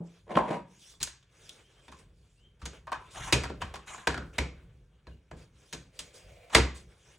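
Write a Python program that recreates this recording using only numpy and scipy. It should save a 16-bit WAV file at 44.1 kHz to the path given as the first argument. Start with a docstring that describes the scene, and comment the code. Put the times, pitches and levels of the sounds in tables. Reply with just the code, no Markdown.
"""A rifle stands muzzle down on a wooden workbench in a small workshop. First a plastic stock is dragged
off the bench, its friction ringing the top, and clicks in the hand. From about 3 s it slides onto the
rifle's tube and clacks through its latch positions; each push travels down the barrel and thumps the bench.
Sleeves rustle and faint squeaks pass between the blows. Near 6 s the stock glides down the tube, the air
inside it resonating, and at 6.5 s it is knocked home."""
import sys
import numpy as np
from scipy import signal
from scipy.fft import rfft, irfft, next_fast_len
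from scipy.io import wavfile
from scipy.ndimage import uniform_filter1d, map_coordinates

SR = 44100
rng = np.random.default_rng(int(sys.argv[2]) if len(sys.argv) > 2 else 0)


def output_pcm(signal):
    """Save a mono or channel-first signal as 16-bit PCM at the path in sys.argv[1].

    Samples are clipped to [-1, 1] before scaling.
    """
    pcm = np.clip(np.atleast_2d(signal).T, -1, 1) * 32767
    wavfile.write(sys.argv[1], SR, np.round(pcm).astype(np.int16))


N = 316784


def amp(db):
    """Amplitude ratio of a level in decibels."""
    return 10 ** (np.asarray(db) / 20)


def unit(x):
    """Normalisation to rms 1."""
    return x / np.sqrt(np.mean(x ** 2) + 1e-20)


def struck(x):
    """Normalisation of a transient to rms 1 over its first 30 ms."""
    return x / np.sqrt(np.mean(x[..., :round(.03 * SR)] ** 2) + 1e-20)


def along(points, hz):
    """Interpolation of (frequency, value) points on a logarithmic frequency axis."""
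    freqs, values = np.transpose(points)
    return np.interp(np.log(hz + 1), np.log(freqs + 1), values)


def coloured(x, tone):
    """Minimum-phase filtering to a (Hz, dB) curve, made causal by folding the cepstrum."""
    size = 2048
    gain = amp(along(tone, np.fft.rfftfreq(size, 1 / SR)))
    cepstrum = irfft(np.log(gain))
    cepstrum[1:size // 2] *= 2
    cepstrum[size // 2 + 1:] = 0
    impulse_response = irfft(np.exp(rfft(cepstrum)))
    return signal.fftconvolve(x, impulse_response)[:len(x)]


def band(x, edges_hz, order=3):
    """Causal Butterworth band-pass filtering."""
    return signal.sosfilt(signal.butter(order, edges_hz, "bandpass", fs=SR, output="sos"), x)


def add(track, start_s, sound):
    """Superposition of a sound on the track."""
    part = track[max(round(start_s * SR), 0):][:len(sound)]
    part += sound[:len(part)]


def wobble(rate_hz):
    """Random modulation: straight lines between Gaussian knots, rate_hz of them a second."""
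    knots = rng.standard_normal(int(N * rate_hz / SR) + 4)
    return map_coordinates(knots, [np.arange(N) * rate_hz / SR], order=1)


def strokes(rows, swell_share, release_t60_s):
    """Incoherent addition: strokes swell, hold and die away, and their envelopes sum in power."""
    t, power = np.arange(2 * SR) / SR, np.zeros(N)
    for start_s, length_s, level_db in rows:
        rise = np.sin(np.pi / 2 * np.clip(t / (swell_share * length_s), 0, 1)) ** 2
        fall = amp(level_db - 60 * np.maximum(t - length_s, 0) / release_t60_s)
        add(power, start_s, (rise * fall) ** 2)
    return np.sqrt(power)


def friction(tone, slip_hz, grain_db):
    """Stick-slip friction: noise broken into tiny slips, at rms 1."""
    return unit(coloured(rng.standard_normal(N) * amp(grain_db * wobble(slip_hz)), tone))


def patchy(x, depth_db):
    """Spectral modulation: the colour shifts in patches as folds and fingers catch in turn."""
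    spectrum = signal.stft(x, nperseg=512)[2]
    patches = uniform_filter1d(rng.standard_normal(spectrum.shape), size=12, axis=0)
    patches = uniform_filter1d(patches, size=7, axis=1)
    return unit(signal.istft(spectrum * amp(depth_db * unit(patches)), nperseg=512)[1][:N])


def ringing(modes, t, scatter_db, detune, waver, waver_rate_hz, swell_cycles):
    """Damped normal modes: grip shifts them from blow to blow, and loose parts make them waver."""
    hz, db, t60 = np.transpose(modes)[:, :, None]
    level = db + scatter_db * rng.standard_normal(hz.shape)
    hz = hz * (1 + detune * rng.standard_normal(hz.shape))
    knots = rng.standard_normal((len(hz), 256, 2)) @ [1, 1j]  # complex: amplitude and phase both sway
    sway = 1 + waver * np.array([np.interp(t * waver_rate_hz, np.arange(len(k)), k) for k in knots])
    swell = 1 - np.exp(-t * hz / swell_cycles)
    tones = np.real(sway * np.exp(2j * np.pi * (hz * t + rng.random(hz.shape))))
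    return np.sum(amp(level - 60 * t / t60) * swell * tones, axis=0)


def room_tail(t, build_s):
    """Diffuse reverberation of energy 1 from walls and rafters, which absorb the top treble."""
    # decay of the room: frequency_hz, t60_s, level_db
    decay = [(100, 0.87, 0.5), (300, 0.079, 2.5), (988, 0.36, -0.5), (4130, 0.33, -1), (7660, 0.29, 1.5),
             (11500, 0.14, 1), (16000, 0.32, -5)]
    decay = np.array(decay)
    hz, age_s, spectrum = signal.stft(rng.standard_normal(len(t)), SR, nperseg=256)
    t60, db = along(decay[:, :2], hz)[:, None], along(decay[:, ::2], hz)[:, None]
    tail = signal.istft(spectrum * amp(db - 60 * age_s / t60), SR, nperseg=256)[1][:len(t)]
    tail *= 1 - np.exp(-t / build_s)
    return tail / np.linalg.norm(tail)


def workshop(x, wet_db):
    """Convolution with the room's response adds a reverberant field to the direct sound."""
    tail = room_tail(np.arange(SR // 2) / SR, build_s=0.0005)
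    return x + amp(wet_db) * signal.fftconvolve(x, tail)[:len(x)]


def handling():
    """Friction noise over the room's noise floor: the rifle rumbles, hands rub it, sleeves rustle."""
    # the quiet workshop: rumble_db, middle_db, hiss_db
    floor_db = [-64.5, -76.5, -86.5]
    # the rifle shifts its weight on the bench: start_s, length_s, level_db
    shifts = [(1.005, 0.015, -47.5), (1.95, 0.144, -57.5), (2.3, 0.18, -59), (2.7, 0.32, -57),
              (3.15, 0.15, -49), (3.5, 0.24, -48), (3.8, 0.2, -55.5), (4.2, 0.1, -46.5), (4.5, 0.14, -57),
              (5.06, 0.077, -51), (5.3, 0.088, -52), (5.38, 0.237, -60), (5.82, 0.072, -54),
              (5.98, 0.0648, -56.5), (6.2, 0.16, -57.5), (6.76, 0.134, -48.5), (7.0, 0.223, -60.5)]
    # arm movements: start_s, length_s, rub_db, sleeve_db
    moves = [(0, 0.2, -69.5, -72), (0.627, 0.3, -73, -67), (0.758, 0.16, -75.5, -57.5),
             (1.242, 0.36, -62.5, -67.5), (1.359, 0.17, -81, -62.5), (1.515, 0.37, -69.5, -71),
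             (1.919, 0.089, -66.5, -68), (2.078, 0.32, -78, -77), (2.588, 0.032, -67.5, -71),
             (2.723, 0.03, -54.5, -65.5), (2.967, 0.14, -64.5, -70), (3.096, 0.053, -64, -55.5),
             (3.602, 0.025, -46.5, -62), (3.635, 0.2, -59.5, -78), (4.323, 0.038, -54, -66.5),
             (4.504, 0.21, -70.5, -98), (5.351, 0.071, -60.5, -65.5), (5.494, 0.33, -67.5, -67),
             (5.908, 0.16, -67.5, -63), (6.125, 0.058, -65, -55.5), (6.141, 0.19, -68, -70),
             (6.739, 0.037, -57, -54.5), (6.842, 0.19, -67, -70.5), (7.017, 0.13, -63, -67)]
    # spectra of rifle, hand and sleeve: frequency_hz, level_db
    rumble_tone = [(20, -25), (32, -13.5), (46, 5.5), (80, 0.5), (130, 0), (175, -5), (250, -17),
                   (450, -17), (700, -31), (1500, -44.5)]
    rub_tone = [(200, -8.5), (450, 6), (700, -3.5), (1020, -3.5), (1300, -4), (1600, -1), (1950, -6.5),
                (2250, -2), (2700, -4), (3300, -5), (5000, -26)]
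    sleeve_tone = [(1500, -13), (3000, -3), (3520, 1.5), (3900, -4), (6200, -0.5), (10000, -4.5),
                   (12500, -13), (15000, -13), (17000, -29)]
    moves = np.array(moves)
    layers = [shifts, moves[:, [0, 1, 2]], moves[:, [0, 1, 3]]]
    rumble, rub, sleeve = [np.hypot(strokes(rows, swell_share=0.45, release_t60_s=0.26), amp(db))
                           for rows, db in zip(layers, floor_db)]
    rumble *= friction(rumble_tone, slip_hz=6.3, grain_db=3.5)
    rub *= patchy(friction(rub_tone, slip_hz=28, grain_db=2.2), depth_db=2)
    sleeve *= patchy(friction(sleeve_tone, slip_hz=700, grain_db=1.5), depth_db=3)
    return rumble + rub + sleeve


def squeaks(climb_hz_per_s=6500, climb_share=0.55, waver_hz=85, scratch_db=3):
    """Frequency and amplitude modulation: thin, scratchy tones climb and level off."""
    # faint squeaks: start_s, length_s, top_hz, relative_db
    events = [(0.85, 0.12, 3505, -65), (1.611, 0.086, 3167, -67), (1.734, 0.1, 3140, -67),
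              (2.329, 0.19, 3095, -67), (3.032, 0.08, 3590, -67.5), (5.083, 0.08, 2880, -70)]
    out, waver, scratch = np.zeros(N), waver_hz * wobble(320), amp(scratch_db * wobble(150))
    for start_s, length_s, top_hz, db in events:
        t = np.arange(round(length_s * SR)) / SR
        hz = top_hz - climb_hz_per_s * np.maximum(climb_share * length_s - t, 0)
        hz += waver[round(start_s * SR):][:len(t)]
        swell = np.sin(np.pi * t / length_s) * t / length_s
        add(out, start_s, amp(db) * unit(swell * np.sin(2 * np.pi * np.cumsum(hz) / SR)))
    return amp(-7.5) * workshop(out * scratch, wet_db=-5)


def hollow_air(rise_from_s, pitch_hz=537, rise_hz_per_s=210, width_hz=115):
    """Cavity resonance, leaky and broad: the air in the stock rises in pitch as the tube fills it."""
    hz = pitch_hz + rise_hz_per_s * np.maximum(np.arange(N) / SR - rise_from_s, 0)
    flutter = wobble(2 * width_hz) + 1j * wobble(2 * width_hz)
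    return unit(np.real(flutter * np.exp(2j * np.pi * np.cumsum(hz) / SR)))


def glide():
    """Friction and air resonance: the stock sounds hollow as it glides down the tube."""
    # glides: start_s, length_s, relative_db
    glides = [(5.85, 0.36, -61.5), (6.12, 0.38, -59.5)]
    # spectrum of the hollow rubbing: frequency_hz, level_db
    tone = [(300, -11), (470, 1), (580, 5), (720, -6.5), (900, -12.5), (1650, -13), (2300, -2.5),
            (3000, -11), (5000, -20)]
    rub = amp(-3) * friction(tone, slip_hz=60, grain_db=1.5)
    air = amp(-5.5) * hollow_air(rise_from_s=glides[-1][0])
    return strokes(glides, swell_share=0.474, release_t60_s=0.37) * (rub + air)


def slide(stop_s=6.546, stop_db=-28, rise_db_per_s=899.5):
    """Sliding friction: the stock hisses along the tube; the last shove gathers speed up to the stop."""
    # pushes along the tube: start_s, length_s, relative_db
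    pushes = [(3.125, 0.16, -41), (3.855, 0.075, -44.5), (3.92, 0.084, -50)]
    # spectrum of the hiss: frequency_hz, level_db
    tone = [(200, -13.5), (450, -10.5), (700, -4.5), (1000, 3), (1400, -4), (2400, -7), (3500, -10),
            (4800, -19.5), (6500, -10.5), (8300, -15), (10500, -18), (12500, -25.5), (15500, -33)]
    to_go_s = stop_s - np.arange(N) / SR
    run_up = (to_go_s > 0) * amp(stop_db - rise_db_per_s * np.abs(to_go_s))
    envelope = strokes(pushes, swell_share=0.33, release_t60_s=0.27) + run_up
    return envelope * patchy(friction(tone, slip_hz=160, grain_db=2), depth_db=3.5)


def drag():
    """Forced vibration: the stock judders over the bench top and drives its resonances."""
    # short pulls: start_s, length_s, relative_db
    pulls = [(0.262, 0.063, -48), (0.284, 0.072, -30), (0.36, 0.025, -22.5), (0.39, 0.16, -33.5),
             (0.465, 0.09, -25.5)]
    # spectrum of the judder: frequency_hz, level_db
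    tone = [(60, -39), (100, -18), (170, -6.5), (300, -6.5), (600, -4), (800, -10), (1060, -9),
            (1280, -15.5), (1800, -15), (2500, -18.5), (5000, -34), (10000, -36), (15000, -57)]
    # resonances of the bench top: pitch_hz, width_hz, gain_db
    board = [(176.7, 23, 10.5), (227, 12, 7.5), (284, 16, 0.5), (348.6, 22, 7.5), (442, 20, 13),
             (470, 13, 9), (555.3, 22, 6.5), (600, 26, 8), (740, 29, -3), (805, 24, 2), (927, 39, 8.5),
             (960, 35, 7.5)]
    judder = strokes(pulls, swell_share=0.37, release_t60_s=0.11)
    judder *= friction(tone, slip_hz=260, grain_db=4)
    ring = sum(amp(db) * band(judder, [hz - width / 2, hz + width / 2], order=1)
               for hz, width, db in board)
    return unit(judder + ring) * np.sqrt(np.mean(judder ** 2))  # at unchanged power


def bumps():
    """Damped oscillation: the bench rings briefly on one low note, with a little shudder above it."""
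    # dull bumps, deepest under a straight push down: start_s, level_db, pitch_hz, t60_s
    events = [(0.004, -33, 170.4, 0.33), (0.359, -20, 176.5, 0.1), (2.626, -35.5, 64, 0.41),
              (3.625, -36.5, 72.2, 0.46), (4.392, -30, 66, 0.31), (5.071, -44.5, 65, 0.53),
              (6.552, -27, 65.3, 0.36)]
    out, t = np.zeros(N), np.arange(SR // 2) / SR
    for start_s, db, hz, t60 in events:
        shudder = unit(band(rng.standard_normal(len(t)), [hz * 0.81, hz * 3.4], order=2))
        body = (np.sin(2 * np.pi * hz * t) + amp(-12.5) * shudder) * amp(-60 * t / t60)
        add(out, start_s, amp(db) * band(body, [hz * 0.6, hz * 5], order=2))
    return out


def thump(t, swell_s=0.0026, boom_db=-4, boom_t60_s=0.36):
    """Structure-borne sound: a push runs down the barrel; the cluttered bench shudders and booms."""
    # modes of the bench under the barrel: pitch_hz, level_db, t60_s
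    bench_modes = [(65.7, 6, 0.39), (88.5, -8.5, 0.37), (131, -4.5, 0.36), (165.6, -1.5, 0.36),
                   (202, -4, 0.21), (242, -9, 0.3), (280.6, -6.5, 0.37), (344.4, -3, 0.19),
                   (408, -4.5, 0.18), (458, -6.5, 0.24), (517, -9.5, 0.18), (614.5, -6, 0.15)]
    boom = band(rng.standard_normal(len(t)), [60, 520])
    boom *= amp(-60 * t / boom_t60_s) * (1 - np.exp(-t / swell_s))
    top = ringing(bench_modes, t, scatter_db=2.5, detune=0.012,
                  waver=0.55, waver_rate_hz=38, swell_cycles=1.4)
    thud = band(unit(top) + amp(boom_db) * unit(boom), [42, 3000], order=2)
    return thud / np.sqrt(np.mean(thud[:SR // 10] ** 2))


def crack(t, t60_s, press_s=0.0049, chatter_db=4, wet_db=-4.5):
    """Impact noise: loose parts bite, stay pressed and chatter; the room adds a diffuse wash."""
    # spectrum of a bare contact: frequency_hz, level_db
    tone = [(200, -7.5), (1000, 3.5), (2500, 4.5), (4000, 1), (7500, -3), (10000, -6), (12500, -12.5),
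            (15000, -15.5), (17000, -30)]
    bite_s = max(0.018 * t60_s, .00005)  # a long contact also starts more softly
    knots_s = np.arange(0, 1, .0007)
    chatter = amp(chatter_db * np.interp(t, knots_s, rng.standard_normal(len(knots_s))))
    force = (1 - np.exp(-t / bite_s)) * amp(-60 * np.maximum(t - press_s, 0) / max(t60_s, .005))
    direct = struck(coloured(rng.standard_normal(len(t)) * chatter * force, tone))
    wash = coloured(room_tail(t, build_s=0.0021), tone)
    return direct + amp(wet_db) * wash * np.linalg.norm(direct) / np.linalg.norm(wash)


def clack(t, ring_hz, ring_db, contact_t60_s, stock_db, steel_db=-15):
    """Impulse response: a contact rings the struck part, damped by the hand, and the stock and latch."""
    # modes of the hollow stock, and of the steel latch and its spring: pitch_hz, level_db, t60_s
    stock_modes = [(635, -11.5, 0.15), (760, -6.5, 0.14), (952, 1, 0.12), (1059, -2.5, 0.11),
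                   (1300, -12.5, 0.069), (1540, -6.5, 0.24), (1697, -5.5, 0.18), (1845, -9.5, 0.14),
                   (2505, -6, 0.15), (3070, -10, 0.16), (3600, -14, 0.24)]
    steel_modes = [(3550, -2.5, 0.15), (4530, -4, 0.14), (6400, -1, 0.11), (7250, -0.5, 0.11),
                   (7610, -0.5, 0.12)]
    impact = crack(t, contact_t60_s)
    ring = struck(band(impact, [ring_hz / 1.046, ring_hz * 1.046], order=1))
    stock = struck(ringing(stock_modes, t, scatter_db=1.5, detune=0.0073,
                           waver=0.87, waver_rate_hz=110, swell_cycles=0.87))
    steel = struck(ringing(steel_modes, t, scatter_db=1.5, detune=0.003,
                           waver=0.3, waver_rate_hz=90, swell_cycles=1.5))
    return impact + amp(ring_db) * ring + amp(stock_db) * stock + amp(steel_db) * steel


def contacts(tilt_from_hz=520, tilt_to_hz=9000, snap_t60_s=0.008):
    """Contact stiffness sets brightness: harder blows clack brighter and snap more; all thump the bench."""
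    # contacts of stock, latch and rifle (ring and stock levels are relative to the crack): start_s,
    # level_db, thump_db, hardness_db_per_octave, ring_hz, ring_db, contact_t60_s, stock_db
    blows = [(0.3532, -38, -57.5, -10, 3140, 6, 0.01, -19), (0.3697, -21, -52.5, -12, 1013, -5, 0.013, -7),
             (0.388, -31.5, -58, -16, 855, -5.5, 0.0088, -13),
             (0.398, -33, -59.5, -15.5, 990, -2, 0.017, -15.5),
             (0.936, -69, -76.5, -2, 1096, -4.5, 0.021, -11), (1.003, -49.5, -65, 2, 4110, -5, 0.066, -15),
             (1.0135, -46, -60, 0.5, 7560, -10.5, 0.025, -20),
             (1.029, -33, -69, 6.5, 6370, -13.5, 0.049, -10),
             (1.0723, -47.5, -80, 0.5, 1680, -9.5, 0.014, -12.5),
             (1.2266, -70, -91, 0, 3480, 0, 0.019, -11), (1.493, -51, -68.5, 5.5, 3540, 7, 0.037, -17.5),
             (1.881, -55, -57, -2, 3540, -5, 0.041, -1), (1.918, -52.5, -62, -1, 1053, 2.5, 0.099, -3.5),
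             (1.988, -64.5, -75, 2.5, 8240, -5, 0.058, -4), (2.616, -53, -63, -2.5, 1230, -5, 0.14, -7),
             (2.6549, -42, -52, 0.5, 6600, -8.5, 0.042, -8),
             (2.8705, -43.5, -66.5, -6, 1070, 0.5, 0.12, 1.5),
             (2.9187, -33, -63.5, -5.5, 1065, 5.5, 0.04, 5), (2.9264, -35, -67, -4.5, 1010, 2, 0.029, 0.5),
             (2.943, -45, -68, -4.5, 1290, 4, 0.05, -1.5), (3.156, -51, -71.5, -4, 1698, -1.5, 0.03, -9),
             (3.3249, -22, -28.5, 0.5, 2490, -6.5, 0.051, -7.5),
             (3.4356, -39, -56.5, -2, 1370, -9.5, 0.04, -4.5),
             (3.452, -43.5, -57, -4.5, 1480, -4, 0.036, -3.5),
             (3.498, -44.5, -44, -6, 4330, -12, 0.031, -8.5),
             (3.6177, -35.5, -58.5, -3.5, 1113, -4, 0.029, -0.5),
             (3.7398, -44.5, -53, -1, 804, -2.5, 0.033, 0.5), (3.755, -46.5, -59, 0, 1100, 1.5, 0.04, -6),
             (3.943, -48, -67, -3.5, 1060, -2, 0.03, -6), (3.981, -52.5, -70, -4.5, 1600, 6, 0.06, -5),
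             (4.0718, -25.5, -36, -3.5, 1640, -7, 0.02, -9),
             (4.1429, -39, -48, -4.5, 1460, -0.5, 0.01, -13.5),
             (4.1768, -40.5, -44, -4.5, 1470, -1.5, 0.018, -17.5),
             (4.3828, -29.5, -36.5, -2, 2240, -4, 0.016, -12.5),
             (5.0688, -56, -59.5, -5, 4110, -2.5, 0.035, -0.5),
             (5.312, -50.5, -50.5, -5.5, 7450, -10, 0.018, -6),
             (5.727, -41, -48.5, 1, 6370, -12.5, 0.084, -7),
             (5.991, -41.5, -61, 3.5, 3300, -14, 0.052, -19), (6.498, -56, -67.5, -1.5, 1210, -5, 0.09, -5),
             (6.548, -16.5, -25.5, -1.5, 2025, -10.5, 0.031, -14),
             (6.562, -24.5, -32, -2, 344, -5.5, 0.097, -10)]
    # radiated band, the parts being too small to radiate bass: low_hz, high_hz
    radiated_hz = [202, 16000]
    out, t = np.zeros(N), np.arange(round(.7 * SR)) / SR
    for start_s, db, thump_db, hardness, ring_hz, ring_db, contact_t60_s, stock_db in blows:
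        tilt = [(tilt_from_hz, 0), (tilt_to_hz, hardness * np.log2(tilt_to_hz / tilt_from_hz))]
        blow = band(clack(t, ring_hz, ring_db, contact_t60_s, stock_db), radiated_hz)
        blow = struck(coloured(blow, tilt))
        burst = rng.standard_normal(len(t)) * amp(-60 * t / snap_t60_s)  # steel on steel snaps first
        snap = amp(-14 + 1.8 * hardness) * struck(band(burst, [3000, 12500], order=1))
        add(out, start_s, amp(db) * (blow + snap) + amp(thump_db) * thump(t))
    return out


def stereo(mid, scatter_t60_s=0.075):
    """Early reflections off bench and pegboard reach the two sides differently."""
    # scattered sound: frequency_hz, side_to_mid_db
    width = [(60, -38.5), (150, -23), (300, -12), (650, -4.5), (1300, -11.5), (2800, -8.5), (4500, -5),
             (6500, -22.5), (10000, -12.5), (12500, -29.5)]
    t = np.arange(SR // 5) / SR
    echoes = rng.standard_normal(len(t)) * amp(-60 * t / scatter_t60_s)
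    side = coloured(signal.fftconvolve(mid, echoes / np.linalg.norm(echoes))[:N], width)
    return np.array([mid + side, mid - side])


def scene():
    """Superposition of all sources, an arm's length in front of the microphones."""
    impacts = contacts() + bumps()
    scrapes = workshop(amp(-6) * drag() + amp(-1) * slide() + glide(), wet_db=-8)
    return stereo(impacts + scrapes + handling() + squeaks())


def record(dry):
    """Phase shift and band limit: the two microphones fall out of phase in the treble."""
    # phase between the microphones: frequency_hz, phase_rad
    phase = [(100, 0), (4000, 0), (4600, -.8), (4950, -2.3), (5350, -.2), (7000, -.1), (8000, -.9),
             (9500, -1.5), (11300, -2.9), (13300, -3.3), (15200, -4.2)]
    top_hz = 16100
    size = next_fast_len(N + 8192)
    hz = np.fft.rfftfreq(size, 1 / SR)
    shift = np.exp(.5j * along(phase, hz) * np.array([[1], [-1]]))
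    return irfft(rfft(dry, size) * shift * (hz < top_hz), size)[..., :N]


dry = scene()
out = record(dry)
output_pcm(out)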